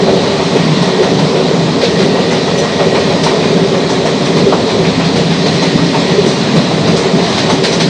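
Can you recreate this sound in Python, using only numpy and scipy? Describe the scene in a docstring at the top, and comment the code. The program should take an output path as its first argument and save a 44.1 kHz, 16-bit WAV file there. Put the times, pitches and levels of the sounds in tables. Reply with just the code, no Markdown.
"""Train wheels rolling fast on rough rail, heard from inside the carriage.
They shake the floor into a boom and the panels into a drone, and roar and hiss outside the window.
A flat spot on one wheel knocks once a turn, the running gear jolts, and the wall gives hollow knocks.
The rail sings, wheels squeal briefly and a small metal part pings once.
The loudest peaks are rounded off and clipped, with a slight crackle."""
import sys
import numpy as np
from scipy import signal
from scipy.fft import rfft, irfft, next_fast_len
from scipy.io import wavfile
from scipy.ndimage import uniform_filter1d, map_coordinates

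SR = 44100
rng = np.random.default_rng(int(sys.argv[2]) if len(sys.argv) > 2 else 0)


def file_out(sig):
    """Save sig as 16-bit WAV at sys.argv[1]."""
    # one column per channel
    cols = np.atleast_2d(sig).T
    # limit, then scale
    lim = np.clip(cols, -1, 1)
    pcm = np.round(lim * 32767).astype(np.int16)
    wavfile.write(sys.argv[1], SR, pcm)


N = 347949

# Loudness of the carriage body: time_s, boom_db, drone_db
BODY_LEVELS = [(0, -13, -13.5), (.35, -17, -15), (.7, -11, -17.5), (.95, -18.5, -15.5), (1.15, -11.5, -16),
               (1.47, -15.5, -12), (1.7, -12.5, -18), (2, -15, -14), (2.4, -15, -16.5), (2.75, -17.5, -16),
               (2.9, -15.5, -12.5), (3.2, -17, -19), (3.3, -17, -15.5), (3.6, -13.5, -14.5),
               (3.75, -16.5, -15), (4, -17, -14), (4.25, -13, -17.5), (4.42, -12.5, -16.5),
               (4.75, -16.5, -17), (5, -16, -17), (5.3, -16, -18.5), (5.52, -15.5, -18),
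               (5.85, -14.5, -20.5), (6.1, -15, -18.5), (6.4, -15, -18.5), (6.7, -12.5, -19), (7, -16, -16),
               (7.12, -16, -15), (7.35, -14.5, -22.5), (7.55, -14.5, -16.5), (7.7, -17, -15),
               (7.89, -12.5, -19)]
# Brief swells and dips in the boom and the drone: middle_s, boom_change_db, drone_change_db
BODY_SWELLS = [(0.571, 2.5, 7), (.82, 1.5, -1), (1.01, -3, 7), (1.36, -2, 3.5), (1.84, -12, 6.5),
               (2.05, 5, -1), (2.61, -1, 6), (3.33, -3.5, 3.5), (4.3, -0.5, 1.5), (4.481, -1.5, 4),
               (4.6, 1.5, 3), (4.77, 1.5, 4), (4.97, 3, -6.5), (5.19, 2, 2), (5.451, 1, 3.5),
               (5.76, 6.5, 2.5), (6.19, -2.5, 2.5), (6.27, 5.5, 0), (6.58, 5, 8), (6.921, 4.5, 4.5),
               (7.16, 7.5, -2), (7.555, 4, -3.5)]
# Tone colour of each rolling noise: pitch_hz, level_db
FLOOR_COLOUR = [(90, -52), (120, -11), (140, -2), (165, 2), (190, 1.5), (230, -2.5), (274, -2), (345, -8),
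                (420, -70.5)]
PANEL_COLOUR = [(210, -5), (350, -11.5), (366, 2), (383, 6), (430, 1), (470, 4), (518, -4.5), (567, -0.5),
                (720, -13.5), (940, -22), (1580, -120)]
ROAR_COLOUR = [(400, -18), (680, -1.5), (751, -5.5), (1030, -6.5), (1260, -11.5), (1550, -19.5),
               (2020, -60), (3410, -120)]
HISS_COLOUR = [(850, -28), (1450, -5), (1730, -1.5), (1900, 1.5), (2160, -0.5), (2840, -2.5), (3500, 1),
               (3950, 2.5), (4500, -1), (6070, -7.5), (7120, -14), (8350, -18), (9050, -23), (9600, -33),
               (10000, -100)]
RUMBLE_COLOUR = [(15, -42.5), (25, -36.5), (42, -37.5), (55, -15.5), (72, -16), (97, -6), (115, -6),
                 (150, -26.5), (250, -120)]
# Notes at which each part likes to ring: pitch_hz, width_hz, level_db
FLOOR_NOTES = [(166.7, 20, -9), (272.2, 11.5, -16)]
PANEL_NOTES = [(383.7, 21, -7), (442.6, 47, -11.5)]
SMALL_PANEL_NOTES = [(555, 30, -17), (681, 40, -19)]
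WHEEL_RAIL_NOTES = [(2454, 10, -19.5), (4060, 230, -14.5)]
# How freely the floor and the panels ring: time_s, gain_db
FLOOR_RINGING = [(0, -6), (.35, -11), (.8, 6.5), (1.4, -2.5), (2, 2.5), (2.6, -1), (3.6, 4), (4.6, -5.5),
                 (4.85, 9), (5.1, 7.5), (5.5, 5), (5.9, 7), (6.4, -1), (6.9, -3), (7.89, -2.5)]
PANEL_RINGING = [(0, -1), (1.5, -1), (3, -2.5), (3.4, 3.5), (4, 3), (4.7, 0), (5.1, -4.5), (6, 4.5),
                 (6.25, 4.5), (6.6, -4.5), (7.1, 2.5), (7.89, -3)]
# Loudness of the other rolling noises: time_s, rumble_db, roar_db, hiss_db
ROLLING_LEVELS = [(0, -29, -21, -21.5), (.6, -32.5, -21, -20.5), (1.6, -33.5, -21, -22),
                  (2.3, -32, -22.5, -21.5), (2.75, -32, -23.5, -22), (2.95, -32, -24, -21),
                  (3.2, -30, -21, -21), (3.8, -32, -22.5, -22), (5.2, -26.5, -22.5, -21),
                  (5.7, -31.5, -25, -20.5), (6.4, -30.5, -21, -20), (7, -30, -22, -21),
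                  (7.1, -36.5, -22, -21.5), (7.3, -30, -19.5, -18), (7.6, -31.5, -22.5, -21.5),
                  (7.89, -33, -24, -22)]

# Harder blows in the running gear: start_s, knock_db, clatter_db, rattle_db, tick_db
JOLTS = [(.2, -25, -34, -29, -36), (.55, -19.5, -27.5, -32.5, -41), (.817, -20.5, -28.5, -26.5, -30),
         (1.023, -17, -24.5, -27, -33), (1.181, -17.5, -31.5, -25, -32), (1.813, -33.5, -22, -18, -29),
         (1.84, -33.5, -23, -21, -34.5), (1.986, -30, -22.5, -23, -33.5), (2.015, -26, -30, -25.5, -30.5),
         (2.312, -22, -28, -30, -31), (2.576, -37, -37, -32, -26.5), (2.641, -18.5, -36, -33, -39),
         (2.948, -16.5, -30, -27, -34.5), (3.06, -19, -38, -39, -51), (3.231, -24, -22.5, -20.5, -23.5),
         (3.259, -14.5, -20, -22.5, -36.5), (3.43, -26, -25, -34, -44), (3.894, -22, -32, -29, -26),
         (4.053, -17, -24, -28.5, -28.5), (4.25, -25.5, -23, -28, -27), (4.366, -22.5, -26, -27, -31),
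         (4.69, -23.5, -23.5, -26.5, -33), (4.997, -20.5, -25.5, -32, -44), (5.044, -28, -26, -23, -34.5),
         (5.158, -21.5, -31, -23, -27.5), (5.459, -18.5, -24, -21, -32.5), (5.534, -24, -25, -26, -29),
         (5.618, -17.5, -23.5, -28, -27.5), (5.775, -20, -38, -38, -45), (5.94, -17.5, -36, -32, -43),
         (6.258, -37, -31, -26.5, -25.5), (6.31, -37, -35, -30, -31.5), (6.557, -22, -24, -24, -34),
         (6.871, -20.5, -23.5, -25.5, -30.5), (6.962, -26, -26, -20.5, -23), (7.027, -20.5, -26, -35, -40),
         (7.375, -18, -21, -18, -25), (7.493, -16, -21.5, -20.5, -24.5), (7.635, -27.5, -17.5, -15.5, -22),
         (7.718, -25, -23.5, -20, -23.5), (7.798, -32, -18, -15, -24)]
# Tone colour of each part of a blow: pitch_hz, level_db
KNOCK_COLOUR = [(300, -51), (550, 3.5), (800, -4), (1200, -8), (1600, -20), (2500, -43)]
CLATTER_COLOUR = [(900, -50), (1400, -8.5), (2060, -4.5), (2800, -9), (3500, -8), (4500, -57)]
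RATTLE_COLOUR = [(2300, -45), (3100, -9), (3900, -0.5), (4600, -2), (5400, -11.5), (6300, -33.5)]
TICK_COLOUR = [(3800, -28.5), (4800, -2.5), (6000, 0.5), (7000, -10), (8700, -11), (9400, -20),
               (10000, -100)]
# Notes of the frame that holds the wheels: pitch_hz, level_db, fade_s (time to fall 60 dB)
FRAME_NOTES = [(676, 1, 0.092), (820, -2, 0.096), (910, -1, 0.16), (1042, -2, .1), (1490, -11, .07),
               (1880, -12.5, .07)]
# Hollow knocks in the wall: start_s, pitch_hz, level_db
WALL_KNOCKS = [(.555, 417, -4), (1.512, 406, -6.5), (1.835, 396, -5.5), (3.262, 955, -15), (3.32, 385, -8),
               (4.052, 690, -8.5), (4.468, 411, -4), (5.454, 450, -9), (5.94, 917, -14), (6.18, 415, -2.5),
               (6.262, 401, -4), (7.495, 875, -11.5), (7.503, 440, -10.5)]
# Squeals of wheel on rail: middle_s, length_s, pitch_hz, width_hz, level_db
SQUEALS = [(0.822, 0.09, 1915, 90, -29.5), (3.05, 0.3, 2453, 30, -34), (3.47, 0.19, 2465, 22, -32),
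           (5.47, 0.08, 4170, 90, -21), (5.631, 0.1, 4090, 120, -22)]
# The strike on the small metal part: start_s, level_db
PING_STRIKES = [(2.576, -22.5)]
# Notes of that part: pitch_hz, level_db, fade_s
PING_NOTES = [(4200, -1, 0.088), (5130, 0.5, .09), (6000, 2, 0.17), (7040, -5.5, 0.088)]
# Loudness of the singing rail: time_s, level_db
WHINE_LEVELS = [(0, -42), (.7, -35), (1.05, -34.5), (1.3, -44.5), (2, -32.5), (2.5, -34.5), (2.9, -31),
                (3.3, -36), (3.6, -42.5), (4.3, -34), (4.7, -50), (5.3, -37.5), (5.65, -32), (6.1, -34),
                (6.7, -42.5), (7.1, -41), (7.89, -39)]


def carriage_body():
    """Rough rail shakes the floor into a boom and the panels into a drone; both surge at random."""
    boom_db, drone_db = curves(BODY_LEVELS) + body_swells()
    boom = steady(noise(FLOOR_COLOUR, patchy_db=0.5))
    boom += amp(*curves(FLOOR_RINGING)) * ringing(FLOOR_NOTES, waver_db=1.4)
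    drone = steady(noise(PANEL_COLOUR, patchy_db=0.5))
    drone += amp(*curves(PANEL_RINGING)) * ringing(PANEL_NOTES, waver_db=1.8)
    drone += ringing(SMALL_PANEL_NOTES, waver_db=1.5)
    return amp(boom_db + 0.83 * wobble(9)) * boom + amp(drone_db + wobble(9)) * drone


def body_swells(length_s=0.056):
    """Brief swells and dips in the boom and the drone: two curves in dB."""
    t = np.arange(N) / SR
    return sum(np.outer(change_db, swell(t - s, length_s)) for s, *change_db in BODY_SWELLS)


def wheels_on_rail():
    """Rolling makes a deep rumble, plus a roar and a hiss that waver together with the rough rail."""
    rumble_db, roar_db, hiss_db = curves(ROLLING_LEVELS)
    roughness = wobble(8.7)
    rumble = amp(rumble_db) * noise(RUMBLE_COLOUR, patchy_db=1.5)
    roar = amp(roar_db + 0.19 * roughness) * noise(ROAR_COLOUR, patchy_db=0)
    hiss = noise(HISS_COLOUR, patchy_db=1.13) + ringing(WHEEL_RAIL_NOTES, waver_db=0)
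    hiss *= amp(hiss_db + 0.21 * roughness + 0.13 * wobble(18))
    return rumble + roar + hiss


def gear_blows():
    """Each blow is a dull knock, a clank, a clatter of loose steel, a crisp rattle and a bright tick."""
    times, knock_db, clatter_db, rattle_db, tick_db = np.vstack([flat_spot(), JOLTS]).T
    knock = bursts(times, knock_db, rise_s=0.0044, fade_s=0.37) * noise(KNOCK_COLOUR, 1.9)
    clatter = bursts(times, clatter_db, rise_s=0.0071, fade_s=0.28) * noise(CLATTER_COLOUR, 1.2)
    rattle = bursts(times, rattle_db, rise_s=0.0023, fade_s=0.32) * noise(RATTLE_COLOUR, 0.3)
    tick = bursts(times, tick_db, rise_s=0.0055, fade_s=0.34) * noise(TICK_COLOUR, 2.5)
    return knock + frame_clank(times, knock_db) + clatter + rattle + tick


def flat_spot(first_s=0.07, turn_s=0.16093, shrink_s=1.33e-4, jitter_s=0.004, scatter_db=3.5):
    """A flat spot strikes the rail once a wheel turn, a little unevenly; gives rows like JOLTS."""
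    turn = np.arange(64)
    times = first_s + turn_s * turn - shrink_s * turn ** 2 / 2  # turns shorten as the train gains speed
    times += jitter_s * rng.standard_normal(len(turn))
    levels_db = [-23, -29, -34, -42] + scatter_db * rng.standard_normal((len(turn), 4))
    return np.column_stack([times, levels_db])[(times > 0) & (times < (N - 1) / SR)]


def frame_clank(times, levels_db):
    """Every blow rings the notes of the wheel frame, in a slightly different mix each time."""
    out, t = np.zeros(N + SR), np.arange(SR // 5) / SR
    hz, note_db, fade_s = np.transpose(FRAME_NOTES)[:, :, None]
    for s, db in zip(times, levels_db):
        spread, phase = rng.standard_normal((2, len(hz), 1))
        notes = amp(note_db + 1.5 * spread) * np.sin(2 * np.pi * (hz * t + phase))
        out[round(s * SR):][:len(t)] += amp(db - 1) * (notes * struck(t, 0.0027, fade_s)).sum(axis=0)
    return out[:N]


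def wall_knocks():
    """A knock sets the carriage wall ringing briefly on one note."""
    out, t = np.zeros(N + SR), np.arange(SR // 5) / SR
    shape = struck(t, rise_s=0.0036, fade_s=0.081)
    for s, hz, db in WALL_KNOCKS:
        note = np.sin(2 * np.pi * (hz * t + rng.random()))
        out[round(s * SR):][:len(t)] += amp(db) * shape / shape.max() * note
    return out[:N]


def wheel_squeals():
    """Rubbing on the rail makes a wheel ring for a moment."""
    t = np.arange(N) / SR
    return sum(amp(db) * swell(t - s, length_s) * steady(noisy_note(hz, width_hz))
               for s, length_s, hz, width_hz, db in SQUEALS)


def metal_ping():
    """A small loose metal part is struck and rings briefly, chattering on its seat."""
    out, t = np.zeros(N), np.arange(SR // 4) / SR
    for s, db in PING_STRIKES:
        chatter = 1 + 0.82 * unit(uniform_filter1d(rng.standard_normal(len(t)), size=120))
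        ring = sum(amp(note_db) * struck(t, 0.0035, fade_s) * np.sin(2 * np.pi * hz * t)
                   for hz, note_db, fade_s in PING_NOTES)
        out[round(s * SR):][:len(t)] += amp(db) * ring * chatter
    return out


def rail_whine():
    """The rail sings faintly on one note, more or less freely along the track."""
    return amp(*curves(WHINE_LEVELS)) * noisy_note(hz=1898, width_hz=80)


def ringing(notes, waver_db):
    """Notes kept ringing by the rolling; waver_db lets each swell and fade on its own."""
    return sum(amp(db + waver_db * wobble(2.9)) * steady(noisy_note(hz, width_hz))
               for hz, width_hz, db in notes)


def noisy_note(hz, width_hz):
    """Noise narrowed twice around one pitch, so it sounds like a breathy note."""
    b, a = signal.iirpeak(hz, hz / width_hz, SR)
    return unit(signal.lfilter(b, a, signal.lfilter(b, a, rng.standard_normal(N))))


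def noise(colour, patchy_db):
    """Noise in a given tone colour, with random louder and softer patches in pitch and time."""
    grid = signal.stft(rng.standard_normal(N), nperseg=512)[2]
    patches = uniform_filter1d(rng.standard_normal(grid.shape), size=6, axis=0)
    patches = unit(uniform_filter1d(patches, size=10, axis=1))
    white = signal.istft(grid * amp(patchy_db * patches), nperseg=512)[1][:N]
    pitch_hz, db = np.transpose(colour)
    return unit(filtered(white, lambda hz: amp(
        np.interp(np.log(hz + 1), np.log(pitch_hz), db, left=-120, right=-120))))


def bursts(times, levels_db, rise_s, fade_s):
    """Loudness curve of a series of blows; where they overlap, their powers add."""
    shape = struck(np.arange(SR // 2) / SR, rise_s, fade_s)
    power = np.bincount(np.round(times * SR).astype(int), amp(2 * levels_db), N)
    return np.sqrt(np.abs(signal.fftconvolve(power, (shape / shape.max()) ** 2)[:N]))


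def struck(t, rise_s, fade_s):
    """A quick rise, then a fall of 60 dB every fade_s."""
    return (1 - np.exp(-t / rise_s)) * amp(-60 * t / fade_s)


def swell(t, length_s):
    """A smooth hump centred on t = 0."""
    return np.exp(-(2 * t / length_s) ** 2)


def steady(x, window_s=0.09, strength=0.8):
    """Partly evens out swells slower than window_s."""
    power = np.abs(uniform_filter1d(x ** 2, size=round(window_s * SR))) + 1e-6
    return unit(x / power ** (strength / 2))


def wobble(per_s):
    """A smooth curve through per_s random values a second."""
    return map_coordinates(rng.standard_normal(400), [np.arange(N) * per_s / SR])


def curves(rows):
    """One value per sample for each column after the time."""
    times, *columns = np.transpose(rows)
    return [np.interp(np.arange(N) / SR, times, column) for column in columns]


def filtered(x, gain_at):
    """Turns each frequency up or down by gain_at(hz)."""
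    size = next_fast_len(N + 8192)
    return irfft(rfft(x, size) * gain_at(np.fft.rfftfreq(size, 1 / SR)), size)[..., :N]


def amp(db):
    """Turns decibels into a multiplier."""
    return 10 ** (np.asarray(db) / 20)


def unit(x):
    """Scales to an average power of 1."""
    return x / np.sqrt(np.mean(x ** 2) + 1e-20)


def scene():
    """All sources added into one channel."""
    rolling = carriage_body() + wheels_on_rail()
    return (rolling + gear_blows() + wall_knocks() + wheel_squeals() + metal_ping() + rail_whine())[None]


def record(dry, top_hz=13500):
    """The loudest peaks are rounded off and clipped; everything above top_hz is removed."""
    rounded = dry / (1 + np.abs(dry / 0.99) ** 4) ** 0.11
    return filtered(np.clip(rounded, -1, 1), lambda hz: hz < top_hz)


dry = scene()
out = record(dry)
file_out(out)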